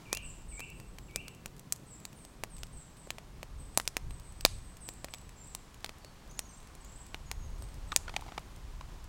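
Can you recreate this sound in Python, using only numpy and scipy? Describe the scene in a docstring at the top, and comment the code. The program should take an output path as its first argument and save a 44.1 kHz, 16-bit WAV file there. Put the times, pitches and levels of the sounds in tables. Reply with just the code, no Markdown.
"""Dripping woodland

Drops fall from the canopy and tap on leaves and litter, with one soft, dull knock among them. A small
bird gives three rising whistles; another sings thin, high, warbled notes that hang among the trees.
Water is poured softly on the soil, a foil bag crinkles near the end, and a low rumble lies under it."""
import sys
import numpy as np
from scipy import signal
from scipy.fft import rfft, irfft, next_fast_len
from scipy.io import wavfile
from scipy.ndimage import uniform_filter1d

SR = 44100
rng = np.random.default_rng(int(sys.argv[2]) if len(sys.argv) > 2 else 0)


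def inscribe(sig):
    """Save sig as 16-bit PCM at rate SR to the path in sys.argv[1].

    A 1-D sig is mono; a 2-D sig holds one channel per row.
    Samples are clipped to [-1, 1] before scaling.
    """
    pcm = np.round(np.clip(np.atleast_2d(sig).T, -1, 1) * 32767)
    wavfile.write(sys.argv[1], SR, pcm.astype(np.int16))


N = 400428
T = np.arange(N) / SR

# EQ of the rumble, the pouring, the hush of the wood and the echoes off the trees: f/Hz, gain/dB
RUMBLE_EQ = [(12, -14), (25, -2.5), (42, -2), (65, -6.5), (100, -15), (160, -21), (400, -82)]
POUR_EQ = [(50, -20), (115, 1), (180, -3), (280, -9), (420, -12), (800, -22.5), (2000, -39)]
HUSH_EQ = [(150, 9.5), (450, 0), (750, 2.5), (1050, 4), (1400, -1), (2200, -4), (4000, -7), (8000, -10.5),
           (12000, -19), (16000, -22)]
TREES_EQ = [(200, -28), (900, -8), (2500, 1.5), (8000, 5.5), (12000, 3.5), (16000, -13)]
# fader ride of the rumble: t/s, level/dB
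RUMBLE_RIDE = [(0.0, -69), (0.15, -48), (2.15, -64), (2.65, -47), (2.98, -62.5), (3.61, -47.5), (3.97, -57),
               (4.07, -37.5), (4.35, -52.5), (4.42, -42), (4.78, -54), (7.21, -52.5), (7.43, -42),
               (8.52, -52.5), (8.7, -42.5), (9.08, -47)]
# fader rides of the bed: t/s, pouring level/dB, hush level/dB
BED_RIDES = [(0.0, -58.5, -58.5), (0.45, -57, -63), (1.16, -54, -63.5), (1.82, -57.5, -62.5),
             (7.05, -62, -59.5), (7.56, -57, -60), (8.07, -59.5, -57.5), (9.08, -60, -60.5)]
# fader ride of the bag's fine rustle: t/s, level/dB
RUSTLE_RIDE = [(7.1, -107), (7.4, -74), (8.1, -69), (8.26, -59), (8.55, -79), (9.08, -61)]
# folds of the bag giving way: t/s, level/dB, crispness at 2.6 kHz/dB, hollow f/Hz
FOLDS = [(7.9187, -0.5, -1.5, 1400), (7.9249, -2, -10, 1240), (8.0796, -1, -12, 1520),
         (8.094, -6.5, -3, 1290), (8.139, -6, -9, 1010), (8.163, 2.5, 3, 870), (8.3198, -1.5, -19.5, 1010),
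         (8.3781, 6, -10, 1040), (8.809, -8.5, -7, 1080)]
# the low bird's whistles: t/s, pitch factor, level/dB
WHISTLE_CUES = [(.052, 1.01, -43), (.514, 0.98, -44), (1.083, .99, -46.5)]
# contour of one whistle: t/s from its start, f/Hz, relative level/dB
WHISTLE_SHAPE = [(0, 3000, -20), (.011, 2340, -15), (.04, 2230, -24), (.06, 2320, -11), (.078, 2414, -6.5),
                 (.099, 2660, -8), (.118, 2790, -4), (.135, 3130, -20)]
# the high bird's loud falling notes: t/s, start f/Hz, level/dB
SLUR_CUES = [(0.219, 8400, -55.5), (.48, 8560, -56), (1.86, 8430, -57.5), (2.151, 9100, -64.5),
             (2.498, 8760, -61), (2.725, 8580, -59.5), (2.965, 8570, -65.5), (4.804, 8570, -54.5),
             (5.439, 8300, -61)]
# its runs of soft peeps and its bursts of twitter: start t/s, end t/s, centre f/Hz, level/dB
PEEP_RUNS = [(0.724, 1.3, 7970, -72), (3.577, 3.8, 8300, -65.5), (4.092, 4.76, 8320, -64),
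             (5.097, 5.2, 8030, -62), (5.358, 5.45, 7650, -61.5), (6.003, 6.1, 4670, -69),
             (7.251, 7.5, 6950, -66.5), (7.574, 7.68, 8180, -67), (7.871, 7.95, 8500, -65)]
TWITTER_RUNS = [(6.295, 6.5, 6260, -63), (6.491, 6.57, 7880, -63.5), (6.803, 7.01, 7900, -62)]
# near drops and one soft, dull knock (at 3.07 s):
# t/s, slap level/dB, thud over slap/dB, tick over slap/dB, ring f/Hz
DROPS_AND_KNOCK = [(0.1295, -1.5, 7, -0.5, 6700), (.1494, -13.5, -11, 3, 5260), (0.172, -7, -7, -7.5, 6500),
                   (0.5947, -18, 9, -3.5, 2400), (0.6045, -12.5, -1, -6, 1960), (0.8, -21, 4, -7, 2650),
                   (0.9854, -15.5, -5, -9.5, 2300), (1.16, -3.5, 0, -1.5, 8500),
                   (1.2816, -13, -10, -6.5, 2710), (1.4593, -10.5, 1, -3.5, 2740),
                   (1.7241, -10.5, -3, 13, 8000), (2.0527, -10, -5.5, -5.5, 8100),
                   (2.2502, -22.5, 3, -3, 5540), (2.4368, -6.5, 9, -5, 2530),
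                   (2.6334, -7.5, -5.5, -12, 5800), (3.0725, -26, 17.5, -14, 1700),
                   (3.105, -2.5, -4, -10, 3300), (3.184, -13.5, 5.5, -14, 2500),
                   (3.4303, -11.5, 6, -10, 2490), (3.775, 3.5, 8.5, 2.5, 10400),
                   (3.7995, 0, -9.5, -12, 1720), (3.8768, 1, -8, -3.5, 5340), (3.9682, 1, -0.5, -7, 2600),
                   (4.1081, -20, 7, -11, 2600), (4.4093, -13, -17, -5.5, 5630), (4.4509, 18, 3, -4, 4800),
                   (4.889, -10, 4.5, -6.5, 4700), (5.045, -8.5, 8.5, -7.5, 8500),
                   (5.0848, -18, 4, -20, 1700), (5.1382, -7.5, -1, -11.5, 4700), (5.146, -16, -2, -8, 7900),
                   (5.5499, -12.5, 1, 2, 9900), (5.8451, -4.5, 1.5, -10.5, 3930),
                   (5.8618, -11, -9, -14, 5040), (5.8932, -8.5, 3, -18, 5100),
                   (6.047, -21, 9.5, -5.5, 4800), (6.3923, -3.5, -2.5, -3, 8700),
                   (7.145, -5, 2.5, -22, 2750), (7.3146, -3, -1.5, -9.5, 7150),
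                   (7.623, -24.5, 14, -1, 5600), (7.9624, 7.5, -8, 0.5, 7250)]


def undb(db):
    """Decibels to gain."""
    return 10 ** (np.asarray(db) / 20)


def unit(x):
    """Scale to an rms of 1."""
    return x / np.sqrt(np.mean(x ** 2))


def add(out, s, x):
    """Mix x into out from time s."""
    i = max(int(s * SR), 0)
    out[i:i + len(x)] += x[:max(len(out) - i, 0)]


def gains(eq, size):
    """An EQ curve as gains on the bins of a transform."""
    hz, db = np.transpose(eq)
    bins_hz = np.arange(size // 2 + 1) * SR / size
    return undb(np.interp(np.log(bins_hz + 1), np.log(hz), db))


def colour(x, eq):
    """Run a long sound through an EQ curve."""
    size = next_fast_len(len(x))
    return irfft(rfft(x, size) * gains(eq, size), size)[:len(x)]


def pulse(eq, size=512):
    """The tightest click with this spectrum (minimum phase)."""
    cepstrum = irfft(np.log(gains(eq, size)))
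    cepstrum[1:size // 2] *= 2
    cepstrum[size // 2 + 1:] = 0
    return irfft(np.exp(rfft(cepstrum)))


def drift(rate_hz):
    """Smooth random modulation with a spread near 1."""
    hold = int(SR / rate_hz)
    steps = np.repeat(rng.standard_normal(N // hold + 1), hold)
    return 1.17 * uniform_filter1d(uniform_filter1d(steps, hold), hold)[:N]


def burst(decay_s, grain, size=1400):
    """A dying shower of tiny unequal clicks, of energy 1."""
    t = np.arange(size) / SR
    x = rng.standard_normal(size) * np.exp(grain * rng.standard_normal(size) - t / decay_s)
    return x / np.linalg.norm(x)


def background():
    """The bed: rumble on the microphone, the soft patter of pouring, and the hush of the wood."""
    rumble, pour, hush = (unit(colour(rng.standard_normal(N), eq))
                          for eq in (RUMBLE_EQ, POUR_EQ, HUSH_EQ))
    s, pour_db, hush_db = np.transpose(BED_RIDES)
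    rumble *= undb(np.interp(T, *np.transpose(RUMBLE_RIDE)) + 0.93 + 1.5 * drift(9.3))
    pour *= undb(np.interp(T, s, pour_db) + 0.5 + 1.75 * drift(40))
    hush *= undb(np.interp(T, s, hush_db) + 2)
    return rumble + pour + hush


def trees(x, t60_s, wet_db, attack_s=0.00077):
    """Trunks and foliage scatter the sound back as a fading wash of echoes."""
    t = np.arange(SR) / SR
    envelope = undb(-60 * t / t60_s) * (1 - np.exp(-t / attack_s))
    echoes = colour(rng.standard_normal(SR) * envelope, TREES_EQ)
    return undb(wet_db) * signal.fftconvolve(x, echoes / np.linalg.norm(echoes))[:N]


def ground(x, delay_s=0.0092, echo_db=-22):
    """The rough ground returns one thin, smeared echo."""
    out = np.zeros(N)
    litter = np.convolve(pulse([(600, 0.5), (2000, 1), (9000, -1), (16000, 0)]),
                         burst(0.0022, grain=0.27))
    add(out, delay_s, undb(echo_db) * signal.fftconvolve(x, litter)[:N])
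    return out


def foil_bag(decay_s=0.0019, attack_s=0.0028, pull_s=(8.17, 8.37), count=6):
    """Each fold buckles in a short crackle, coloured by the bag's hollow, over a fine foil rustle."""
    out = np.zeros(N)
    # small folds give way at random as the bag is pulled open
    times, scatter = rng.uniform(*pull_s, count), rng.uniform(-1, 1, (count, 2))
    small_folds = [(s, -11.5 + 2 * size, -12.5, 860 * 2 ** (0.25 * pitch))
                   for s, (size, pitch) in zip(times, scatter)]
    for s, low_db, crisp_db, hz in FOLDS + small_folds:
        mid_db = low_db + crisp_db
        hollow = pulse([(hz / 6, low_db - 12), (hz / 2, low_db - 7), (0.97 * hz, low_db + 4.5),
                        (hz, low_db + 3.5), (1.72 * hz, (low_db + mid_db) / 2 - 7.5),
                        (2600, mid_db), (7000, mid_db - 13.5), (16000, mid_db - 34.5)])
        crackle = burst(decay_s, grain=0.51)
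        crackle *= np.minimum(np.arange(1, len(crackle) + 1) / (attack_s * SR), 1)
        add(out, s, np.convolve(hollow, crackle / np.linalg.norm(crackle)))
    grains = rng.standard_normal(N) * np.exp(0.56 * rng.standard_normal(N) + 0.5 * drift(110))
    rustle = unit(colour(grains, [(300, -15), (900, 13.5), (2000, 4), (7000, 0), (16000, -27)]))
    return out + rustle * undb(np.interp(T, *np.transpose(RUSTLE_RIDE)))


def whistling_bird(waver=0.009):
    """A pure, slightly unsteady tone that dips, then swells as it climbs."""
    out = np.zeros(N)
    s, shape_hz, shape_db = np.transpose(WHISTLE_SHAPE)
    t = np.arange(int(s[-1] * SR)) / SR
    for start, pitch, level_db in WHISTLE_CUES:
        hz = pitch * np.interp(t, s, shape_hz) * (1 + waver * drift(119)[:len(t)])
        tone = np.sqrt(2) * np.sin(2 * np.pi * np.cumsum(hz) / SR)
        add(out, start, tone * undb(level_db + np.interp(t, s, shape_db)))
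    return out


def song(slur_s=0.115, peep_s=0.096, peep_every_s=0.135, chip_s=0.0277, chip_every_s=0.038):
    """The high bird's slurs, peeps and chips: t/s, length/s, start f/Hz, end f/Hz, level/dB."""
    notes = [(s, slur_s, hz, 0.86 * hz, db) for s, hz, db in SLUR_CUES]
    for start, end, hz, db in PEEP_RUNS:  # each peep sags a little
        times = np.arange(start, end, peep_every_s)
        pitches = hz * (1 + 0.019 * rng.standard_normal(16))
        notes += [(s, peep_s, f, 0.958 * f, db) for s, f in zip(times, pitches)]
    for start, end, hz, db in TWITTER_RUNS:  # each chip slides up or down at random
        times = np.arange(start, end, chip_every_s)
        glides = hz * (1 + 0.0585 * rng.standard_normal((16, 2)))
        notes += [(s, chip_s, *glide, db) for s, glide in zip(times, glides)]
    return notes


def warbling_bird(warble_hz=62, depth=0.038, throb=0.26, rasp=0.01):
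    """Thin, raspy sliding notes; the wider the slide, the deeper the quick saw-like warble on it."""
    out = np.zeros(N)
    waver, flicker, jitter = drift(90), drift(150), drift(900)
    for s, length_s, start_hz, end_hz, db in song():
        progress = np.linspace(0, 1, int(length_s * SR))
        span = slice(int(s * SR), int(s * SR) + len(progress))
        cycle = 2 * np.pi * np.cumsum(warble_hz * (1 + 0.26 * waver[span])) / SR
        swing = depth * np.clip(abs(start_hz - end_hz) / 1000, 0.45, 1)
        warble = swing * (np.sin(cycle) + 0.26 * np.sin(2 * cycle))
        hz = (start_hz + (end_hz - start_hz) * progress) * (1 + warble + rasp * jitter[span])
        swell = np.sqrt(4 * progress * (1 - progress))
        tremolo = (1 - throb * np.cos(cycle)) * undb(3.1 * flicker[span])
        tone = 1.696 * np.sin(2 * np.pi * np.cumsum(hz) / SR)
        add(out, s, undb(db) * swell * tremolo * tone)
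    return out


def ring(hz, decay_s=0.00033, size=700):
    """A quickly damped resonance, as of a wet leaf, with a gain near 1 at its pitch."""
    t = np.arange(size) / SR
    return 2 / (decay_s * SR) * np.exp(-t / decay_s) * np.sin(2 * np.pi * hz * t)


def tap(thud_db, slap_db, tick_db, spatter_db, ring_hz, spatter_delay_s=0.0003):
    """One hit, as of a drop on a leaf: a sharp push, a brief ring, then a few ms of brighter spatter."""
    push = pulse([(60, thud_db - 7), (250, thud_db - 2.5), (700, thud_db + 1), (1100, thud_db - 2.5),
                  (1500, (thud_db + slap_db) / 2 - 8), (2400, slap_db + 2), (3200, slap_db - 4),
                  (4800, (slap_db + tick_db) / 2 + 1), (8500, tick_db + 0.5), (16000, tick_db - 16.5)])
    spray = pulse([(100, thud_db - 15), (600, thud_db), (1400, slap_db - 7.5), (2600, slap_db - 5),
                   (8000, tick_db + 3.5), (11000, tick_db), (16000, tick_db - 5)])
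    spatter = undb(spatter_db) * np.convolve(spray, burst(0.002, grain=0.31))
    ring_db = 2 + np.interp(ring_hz, [2500, 8000], [slap_db, tick_db])
    out = np.pad(spatter, (int(spatter_delay_s * SR), 0))
    add(out, 0, -push)
    add(out, 0, -undb(ring_db) * ring(ring_hz))
    return out / np.sqrt(1 + undb(2 * spatter_db))


def drops_and_knock(far_count=60, far_leaf_hz=4500, spread_oct=0.6):
    """Near drops and one soft, dull knock sit up front; faint drops land at random further off."""
    out = np.zeros(N)
    for s, db, thud_db, tick_db, ring_hz in DROPS_AND_KNOCK:
        spatter_db = -5 - 0.28 * (db + tick_db)  # the sharper the tick, the cleaner the crack
        add(out, s, tap(db + thud_db, db, db + tick_db, spatter_db, ring_hz))
    times = rng.uniform(0, N / SR, far_count)
    scatter = np.clip(rng.standard_normal((far_count, 3)), -2, 2)
    for s, (size, tilt, pitch) in zip(times, scatter):
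        db = -33 + 3.5 * size
        leaf_hz = far_leaf_hz * 2 ** (spread_oct * pitch)
        add(out, s, tap(db - 2, db + 2 * tilt, db - 2 * tilt, 0, leaf_hz))
    return out


def scene():
    """The taps stay almost dry and the bag is closer still; the birds sit back and trail echoes."""
    taps, low_bird, high_bird = drops_and_knock(), whistling_bird(), warbling_bird()
    out = taps + ground(taps) + trees(taps, t60_s=0.42, wet_db=-30) + foil_bag()
    out += low_bird + trees(low_bird, t60_s=0.62, wet_db=1.5)
    out += high_bird + trees(high_bird, t60_s=0.66, wet_db=-6)
    return (out + background())[None]


def record(dry, top_hz=16200):
    """Soft saturation rounds off the hardest taps; a steep low-pass cuts the top."""
    lowpass = signal.ellip(10, 0.2, 80, top_hz, fs=SR, output="sos")
    return signal.sosfilt(lowpass, 1.32 * np.tanh(dry / 1.277))


dry = scene()
out = record(dry)
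inscribe(out)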